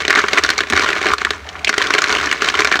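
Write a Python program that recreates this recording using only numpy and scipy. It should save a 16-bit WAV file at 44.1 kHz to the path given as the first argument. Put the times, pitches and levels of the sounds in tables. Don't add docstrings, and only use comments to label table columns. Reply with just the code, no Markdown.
import sys
import numpy as np
from scipy import signal
from scipy.fft import rfft, irfft
from scipy.io import wavfile

SR = 44100
rng = np.random.default_rng(int(sys.argv[2]) if len(sys.argv) > 2 else 0)


def persist_wave(psi):
    counts = np.round(np.clip(psi, -1, 1) * 32767).astype(np.int16)
    wavfile.write(sys.argv[1], SR, np.atleast_2d(counts).T)


N = 123479

# frequency in Hz, relative density in dB per Hz.
AIR_SPECTRUM = [(30, -27), (60, -12), (110, -10), (160, 6.5), (250, 1.5), (500, 0), (1000, -0.5),
                (3000, -6), (15500, -32)]
# time in seconds, level in dB.
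BRUSH_LEVEL = [(1.43, -73), (1.455, -38.5), (1.56, -45), (1.65, -39), (1.68, -68)]
# start in seconds, level in dB before a doubling, t60 in seconds, pitch in Hz.
HAND_BUMPS = [(0.703, -21.5, 0.065, 237), (0.72, -27, 0.084, 215), (0.73, -25, 0.23, 79.5),
              (1.117, -26, 0.13, 71.6)]
# frequency in Hz, relative gain in dB.
GRIT_SPECTRUM = [(1100, -5), (2600, 0), (6400, -12), (10000, -27.5), (15500, -31)]
# time in seconds, level in dB.
RAKE_LEVEL = [(.69, -65), (.7, -44), (.85, -46), (.95, -62), (1.07, -43), (1.16, -69)]
# time in seconds, level in dB before the knock and grit trims.
JOSTLE_LEVEL = [(.012, -23.5), (.03, -33), (.11, -30.5), (.19, -20.5), (.225, -29), (.3, -26.5),
                (.39, -19.5), (.42, -30), (.45, -20), (.478, -30), (.525, -24.5), (.56, -33), (.62, -28),
                (.66, -38.5), (.69, -33), (.76, -21.5), (.83, -18), (.945, -27.5), (.97, -17), (1.0, -29.5),
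                (1.04, -21), (1.125, -22.5), (1.16, -39), (1.2, -30.5), (1.35, -36.5), (1.43, -44.5),
                (1.47, -37.5), (1.62, -39.5), (1.765, -31), (1.81, -21), (1.88, -26), (2.12, -23),
                (2.17, -20.5), (2.335, -26.5), (2.37, -32.5), (2.41, -24.5), (2.46, -19.5), (2.52, -27.5),
                (2.6, -24), (2.7, -28), (2.75, -20.5), (2.8, -34)]
# frequency in Hz before detuning, relative level in dB, t60 in seconds.
HOLLOW_MODES = [(219.5, -19, 0.096), (298.6, -11, 0.066), (376.8, -3.5, 0.046), (423, -4, 0.071),
                (628, 1, 0.019), (754, -2, 0.024)]
# frequency in Hz before detuning, relative level in dB, t60 in seconds.
WALL_MODES = [(1016.4, -3, 0.041), (1131, -2.5, 0.037), (1225, 4, 0.015), (1366, 0, 0.023),
              (1457.5, -5.5, 0.038), (1580, 2, 0.017), (1702, -7, 0.022), (1774, 1, 0.021),
              (1986, -6, 0.026), (2130, 3.5, 0.014), (2253, 3, 0.021), (2420, -1, 0.022),
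              (2837, 15.5, 0.0049)]
# frequency in Hz, relative gain in dB.
CLAY_SPECTRUM = [(1500, -12), (2300, 4.5), (2900, 1), (4300, -0.5), (5000, -6), (5700, -2), (6600, -4),
                 (7400, -8.5), (8700, -15.5), (10300, -26.5), (15500, -32.5)]
# start in seconds, thump, clack and tick levels in dB before the landing trims,
# clack centre in Hz, tick centre in Hz.
POT_LANDINGS = [(0.0508, -19.5, -13.5, -17.5, 1950, 3190), (0.0798, -16.5, -9.5, -12.5, 1900, 4020),
                (0.0984, -16.5, -10, -21, 1880, 2960), (0.1046, -13, -2, -12, 1810, 4280),
                (0.1274, -21, -7.5, -18, 1600, 3070), (0.139, -32, -8.5, -35, 1600, 3740),
                (0.1513, -19.5, -15, -16, 1790, 4300), (0.1568, -31, -3.5, -17, 1630, 3300),
                (0.172, -14, -11.5, -25, 1890, 3870), (0.1757, -22, -7, -19, 1590, 4120),
                (0.1869, -24, -6, -21, 1650, 3350), (0.1904, -28, -8, -15, 1280, 4170),
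                (0.2026, -35, -11, -31, 1700, 3880), (0.239, -14.5, -9, -22, 1340, 3030),
                (0.2833, -26, -10.5, -17.5, 1510, 4000), (0.332, -12.5, -9, -13, 2080, 4290),
                (0.3734, -18, -6.5, -16.5, 1610, 3250), (0.3777, -18.5, -5, -26, 2000, 3970),
                (0.3836, -19, -5, -15.5, 1740, 3940), (0.4366, -17, -11.5, -11, 1880, 4350),
                (0.4475, -34, -6.5, -19, 1490, 4030), (0.49, -20, -6.5, -15.5, 1690, 4800),
                (0.5026, -20, -9, -9.5, 1490, 4150), (0.5793, -20, -22, -13, 2200, 4900),
                (0.5875, -34, -8, -18, 1670, 4100), (0.6051, -18, -8.5, -14, 1530, 3370),
                (0.6345, -25.5, -15, -26, 1890, 3700), (0.6706, -29, -23, -31, 1750, 3900),
                (0.7001, -24, -16.5, -17, 2050, 10600), (0.7239, -19.5, -9.5, -20, 1710, 3370),
                (0.7336, -13.5, -7, -19, 1680, 3800), (0.7637, -20, -9, -17.5, 1830, 4640),
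                (0.775, -17, -5, -15, 1730, 4060), (0.7946, -17.5, -9, -18.5, 1380, 4000),
                (0.8884, -19, -8, -20, 1880, 3000), (0.9029, -18.5, -13, -20, 1520, 3270),
                (0.93, -24, -9, -21, 2000, 3600), (1.0145, -16.5, -14, -22.5, 1720, 3060),
                (1.057, -15, -10.5, -25, 1990, 4140), (1.0668, -16.5, -7, -15, 1720, 3100),
                (1.1021, -16.5, -12, -44, 1520, 3630), (1.116, -29, -11, -47, 1180, 3930),
                (1.135, -21, -3, -17.5, 1210, 11700), (1.182, -30, -19.5, -21.5, 1780, 4200),
                (1.215, -22.5, -11.5, -23.5, 1530, 2770), (1.2488, -22, -5.5, -14, 1740, 3460),
                (1.269, -37, -14.5, -45, 1210, 3220), (1.3056, -18.5, -12, -13.5, 1600, 3680),
                (1.333, -42, -22, -31.5, 1760, 3870), (1.4893, -52, -32, -25, 2150, 3560),
                (1.5544, -38, -21.5, -50, 1420, 2970), (1.592, -37, -29, -33.5, 2080, 2930),
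                (1.646, -36, -11.5, -13, 2380, 4100), (1.6715, -23, -12.5, -22, 2330, 2940),
                (1.6753, -20.5, -8, -39, 2570, 2920), (1.6796, -26, -26, -16, 2290, 2890),
                (1.6923, -15, -5.5, -12.5, 1550, 4900), (1.6971, -22, -9, -27, 2040, 4120),
                (1.7277, -26, -14.5, -25, 1840, 3260), (1.7401, -26, -10, -21.5, 1630, 3860),
                (1.7794, -12, -8, -11, 1960, 3570), (1.816, -24, -7.5, -17, 1870, 2940),
                (1.822, -30, -15.5, -14.5, 1370, 3800), (1.8692, -37, -32, -17.5, 1720, 3850),
                (1.9051, -15.5, -5.5, -17, 1480, 4360), (1.938, -16.5, -7.5, -11.5, 2010, 4500),
                (1.9491, -10.5, -8, -17.5, 1680, 3670), (1.982, -21.5, -7.5, -12, 1960, 2930),
                (1.986, -25, -9, -16, 1500, 4440), (2.0188, -25, -10, -15, 1520, 5770),
                (2.04, -32, -7, -14.5, 1990, 4240), (2.094, -27, -11, -22, 1710, 5850),
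                (2.1026, -21, -13, -18, 1730, 3470), (2.125, -18.5, -10.5, -14.5, 1650, 4100),
                (2.15, -23, -12.5, -16, 2110, 2870), (2.241, -33, -13.5, -21.5, 1520, 3470),
                (2.271, -18.5, -11, -27, 1690, 4200), (2.3133, -21.5, -10, -14.5, 1660, 3060),
                (2.3264, -31, -7, -17, 1880, 10800), (2.4202, -16.5, -7, -16.5, 1450, 4000),
                (2.4453, -44, -17, -18.5, 2200, 4230), (2.4863, -43, -11, -10.5, 1930, 3120),
                (2.4991, -30, -12.5, -19, 1600, 4800), (2.5405, -35, -10.5, -21, 1265, 3620),
                (2.5519, -19, -14.5, -16.5, 2100, 2940), (2.5904, -17, -7.5, -18, 1770, 3680),
                (2.594, -16, -9.5, -16.5, 1870, 4470), (2.6043, -17, -9, -14, 1240, 5630),
                (2.6188, -21, -7.5, -18, 2010, 2740), (2.6466, -15, -8, -14.5, 1730, 5270),
                (2.651, -36, -6.5, -20, 1530, 4120), (2.6727, -19, -11, -16.5, 1730, 4530),
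                (2.715, -16.5, -7, -18, 1430, 3750), (2.7239, -34, -6.5, -16, 1880, 3700),
                (2.7409, -29, -5, -23, 1730, 3580), (2.7562, -16, -8.5, -18, 1560, 3500),
                (2.7913, -17, -14, -18, 1480, 3620)]

DRONE_HZ, DRONE_WIDTH_HZ = 74, 11
DRONE_DB, AIR_DB = -42, -42
POT_ECHO_DB, POT_ECHO_T60_S = -15.5, 0.045
PORCH_DB, PORCH_T60_S = -23.5, 0.33
BRUSH_HZ, BRUSH_OCTAVES, BRUSH_PER_S = 736, 0.23, 700
GRIT_DB, GRIT_PER_S, GRIT_SPREAD_DB = -9.5, 1200, 6.5
RAKE_HISS_DB, RAKE_HISS_HZ = -15, 12200
HEAD_S, RING_S = .005, .09
MODE_SCATTER, CLACK_OCTAVES = 0.023, 0.46
CONTACT_S = 0.001
WALL_DB, PEBBLE_DB = 0.5, -3
PEBBLE_T60_S, PEBBLE_SPLIT = 0.014, .12
TICK_OCTAVES, TICK_FOCUS_DB = 0.35, 7.5
TICK_RISE_S, TICK_T60_S = 0.00037, 0.023
PING_DB, PING_T60_S = -9, 0.012
KNOCK_SPREAD_DB = 4.5
KNOCK_THUMP_DB, KNOCK_CLACK_DB, KNOCK_TICK_DB = -13.5, -2, -10.5
KNOCK_CLACK_HZ, KNOCK_TICK_HZ, KNOCK_OCTAVES = 1583, 3895, 0.3175
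THUMP_DB, CLACK_DB, TICK_DB = -4, -2.5, 0
CEILING, KNEE = 0.95, 2.1
LOW_CUT_HZ, TOP_HZ = 46, 15900


def undb(db):
    return 10 ** (np.asarray(db) / 20)


def unit(x):
    return x / np.sqrt(np.mean(x ** 2))


def colour(points, hz):
    f, db = np.array(points).T
    return undb(np.interp(np.log(hz + 1), np.log(f), db))


def bell(hz, centre_hz, octaves):
    return np.exp(-.5 * (np.log2(hz / centre_hz) / octaves) ** 2)


def filtered(x, gain):
    return unit(irfft(rfft(x) * gain, N))


def level(points):
    return undb(np.interp(np.arange(N) / SR, *np.array(points).T))


def fade(t, t60):
    return np.exp(-np.log(1000) * t / t60)


def rise(t, seconds):
    return 1 - np.exp(-t / seconds)


def sized(rows, db):
    head_rms = np.sqrt(np.mean(rows[:, :int(HEAD_S * SR)] ** 2, axis=1))
    return rows * (undb(db) / head_rms)[:, None]


def place(times, rows):
    out = np.zeros(N + rows.shape[1])
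    starts = np.clip(times * SR, 0, N - 1).astype(int)
    for start, row in zip(starts, rows):
        out[start:start + len(row)] += row
    return out[:N]


def outdoors():
    hz = np.arange(N // 2 + 1) * SR / N
    resonance = 1 / (1 + ((hz - DRONE_HZ) / DRONE_WIDTH_HZ) ** 2)
    drone = filtered(rng.standard_normal(N), resonance)
    air = filtered(rng.standard_normal(N), colour(AIR_SPECTRUM, hz))
    return undb(DRONE_DB) * drone + undb(AIR_DB) * air


def echo(x, t60, wet_db):
    t = np.arange(SR // 2) / SR
    tail = rng.standard_normal(len(t)) * fade(t, t60) * rise(t, 0.0085)
    tail /= np.sqrt(np.sum(tail ** 2))
    return undb(wet_db) * signal.fftconvolve(x, tail)[:N]


def brush():
    hz = np.arange(N // 2 + 1) * SR / N
    slips = rng.standard_normal(N) * (rng.random(N) < BRUSH_PER_S / SR)
    return filtered(slips, bell(hz + 1, BRUSH_HZ, BRUSH_OCTAVES)) * level(BRUSH_LEVEL)


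def bumps():
    t = np.arange(N // 8) / SR
    times, db, t60, hz = np.array(HAND_BUMPS).T[:, :, None]
    knocks = 2 * undb(db) * fade(t, t60) * rise(t, 0.0032) * np.sin(2 * np.pi * hz * t)
    return place(times[:, 0], knocks)


def slips(gain):
    size = rng.choice([-1, 1], N) * undb(GRIT_SPREAD_DB * rng.standard_normal(N))
    return filtered(size * (rng.random(N) < GRIT_PER_S / SR), gain)


def grit():
    hz = np.arange(N // 2 + 1) * SR / N
    skin = colour(GRIT_SPECTRUM, hz)
    rolling = undb(GRIT_DB) * level(JOSTLE_LEVEL) * slips(skin)
    raked = slips(skin)
    hiss_band = np.exp(-10 * np.log2((hz + 1) / RAKE_HISS_HZ) ** 2)
    hiss = undb(RAKE_HISS_DB) * slips(hiss_band)
    return rolling + level(RAKE_LEVEL) * (raked + hiss)


def ring(modes, weights, count=8):
    hz, db, t60 = np.array(modes).T
    t = np.arange(int(RING_S * SR)) / SR
    angle = 2 * np.pi * rng.random(weights.shape)
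    size = weights * undb(db) * (.5 + rng.random(weights.shape))
    in_phase, quadrature = size * np.cos(angle), size * np.sin(angle)
    shape = fade(t, t60[:, None]) * rise(t, CONTACT_S)
    out = np.zeros((len(weights), len(t)))
    for k in range(count):
        detuned_hz = hz * (1 + MODE_SCATTER * rng.standard_normal(len(hz)))
        turn = 2 * np.pi * detuned_hz[:, None] * t
        out[k::count] = in_phase[k::count] @ (shape * np.sin(turn))
        out[k::count] += quadrature[k::count] @ (shape * np.cos(turn))
    return out


def pebbles(centre_hz):
    t = np.arange(int(RING_S * SR)) / SR
    split, damping, share = rng.random((len(centre_hz), 3)).T[:, :, None]
    turn = 2 * np.pi * centre_hz[:, None] * t
    apart = PEBBLE_SPLIT * 2 * split
    pair = np.sin(turn) + share * np.sin(turn * (1 + apart))
    t60 = PEBBLE_T60_S * 2 ** (damping - .5)
    return pair * fade(t, t60) * rise(t, CONTACT_S) ** 2


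def tick(centre_hz, size=1024):
    t = np.arange(size) / SR
    hz = np.arange(size // 2 + 1) * SR / size
    pitch = centre_hz[:, None]
    focus = undb(TICK_FOCUS_DB * bell(hz + 1, pitch, TICK_OCTAVES))
    noise = rng.standard_normal((len(centre_hz), size))
    crack = irfft(rfft(noise) * colour(CLAY_SPECTRUM, hz) * focus) * fade(t, TICK_T60_S)
    ping = np.sin(2 * np.pi * pitch * t) * fade(t, PING_T60_S)
    ping = sized(ping, PING_DB) * colour(CLAY_SPECTRUM, pitch)
    return (sized(crack, 0) + ping) * rise(t, TICK_RISE_S)


def strikes(times, thump_db, clack_db, tick_db, clack_hz, tick_hz):
    wall_hz = np.array(WALL_MODES)[:, 0]
    reach = bell(wall_hz, clack_hz[:, None], CLACK_OCTAVES)
    even = np.ones((len(times), len(HOLLOW_MODES)))
    thumps = sized(ring(HOLLOW_MODES, even), thump_db)
    wall = sized(ring(WALL_MODES, reach), WALL_DB)
    pebble = sized(pebbles(clack_hz), PEBBLE_DB)
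    clacks = sized(wall + pebble, clack_db)
    ticks = sized(tick(tick_hz), tick_db)
    return place(times, thumps + clacks) + place(times, ticks)


def jostle(count=1000):
    times = (np.arange(count) + 2 * rng.random(count)) / count * N / SR
    force, body, bright, wall, pebble = rng.standard_normal((count, 5)).T
    db = np.interp(times, *np.array(JOSTLE_LEVEL).T)
    db = db + KNOCK_SPREAD_DB * np.minimum(force, 1.3)
    thump_db = db + KNOCK_THUMP_DB + 2 * body
    tick_db = db + KNOCK_TICK_DB + 3 * bright
    clack_hz = KNOCK_CLACK_HZ * 2 ** (KNOCK_OCTAVES * wall)
    tick_hz = KNOCK_TICK_HZ * 2 ** (KNOCK_OCTAVES * pebble)
    return strikes(times, thump_db, db + KNOCK_CLACK_DB, tick_db, clack_hz, tick_hz)


def landings():
    times, thump_db, clack_db, tick_db, clack_hz, tick_hz = np.array(POT_LANDINGS, float).T
    return strikes(times, thump_db + THUMP_DB, clack_db + CLACK_DB, tick_db + TICK_DB, clack_hz, tick_hz)


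def scene():
    pour = landings() + jostle() + grit() + bumps() + brush()
    pot = echo(pour, POT_ECHO_T60_S, POT_ECHO_DB)
    porch = echo(pour, PORCH_T60_S, PORCH_DB)
    return (pour + pot + porch + outdoors())[None]


def record(dry):
    held = dry / (1 + np.abs(dry / CEILING) ** (2 * KNEE)) ** (.5 / KNEE)
    low_cut = signal.butter(2, LOW_CUT_HZ, "high", fs=SR, output="sos")
    top_cut = signal.ellip(10, .2, 70, TOP_HZ, fs=SR, output="sos")
    return signal.sosfilt(top_cut, signal.sosfilt(low_cut, held))


dry = scene()
out = record(dry)
persist_wave(out)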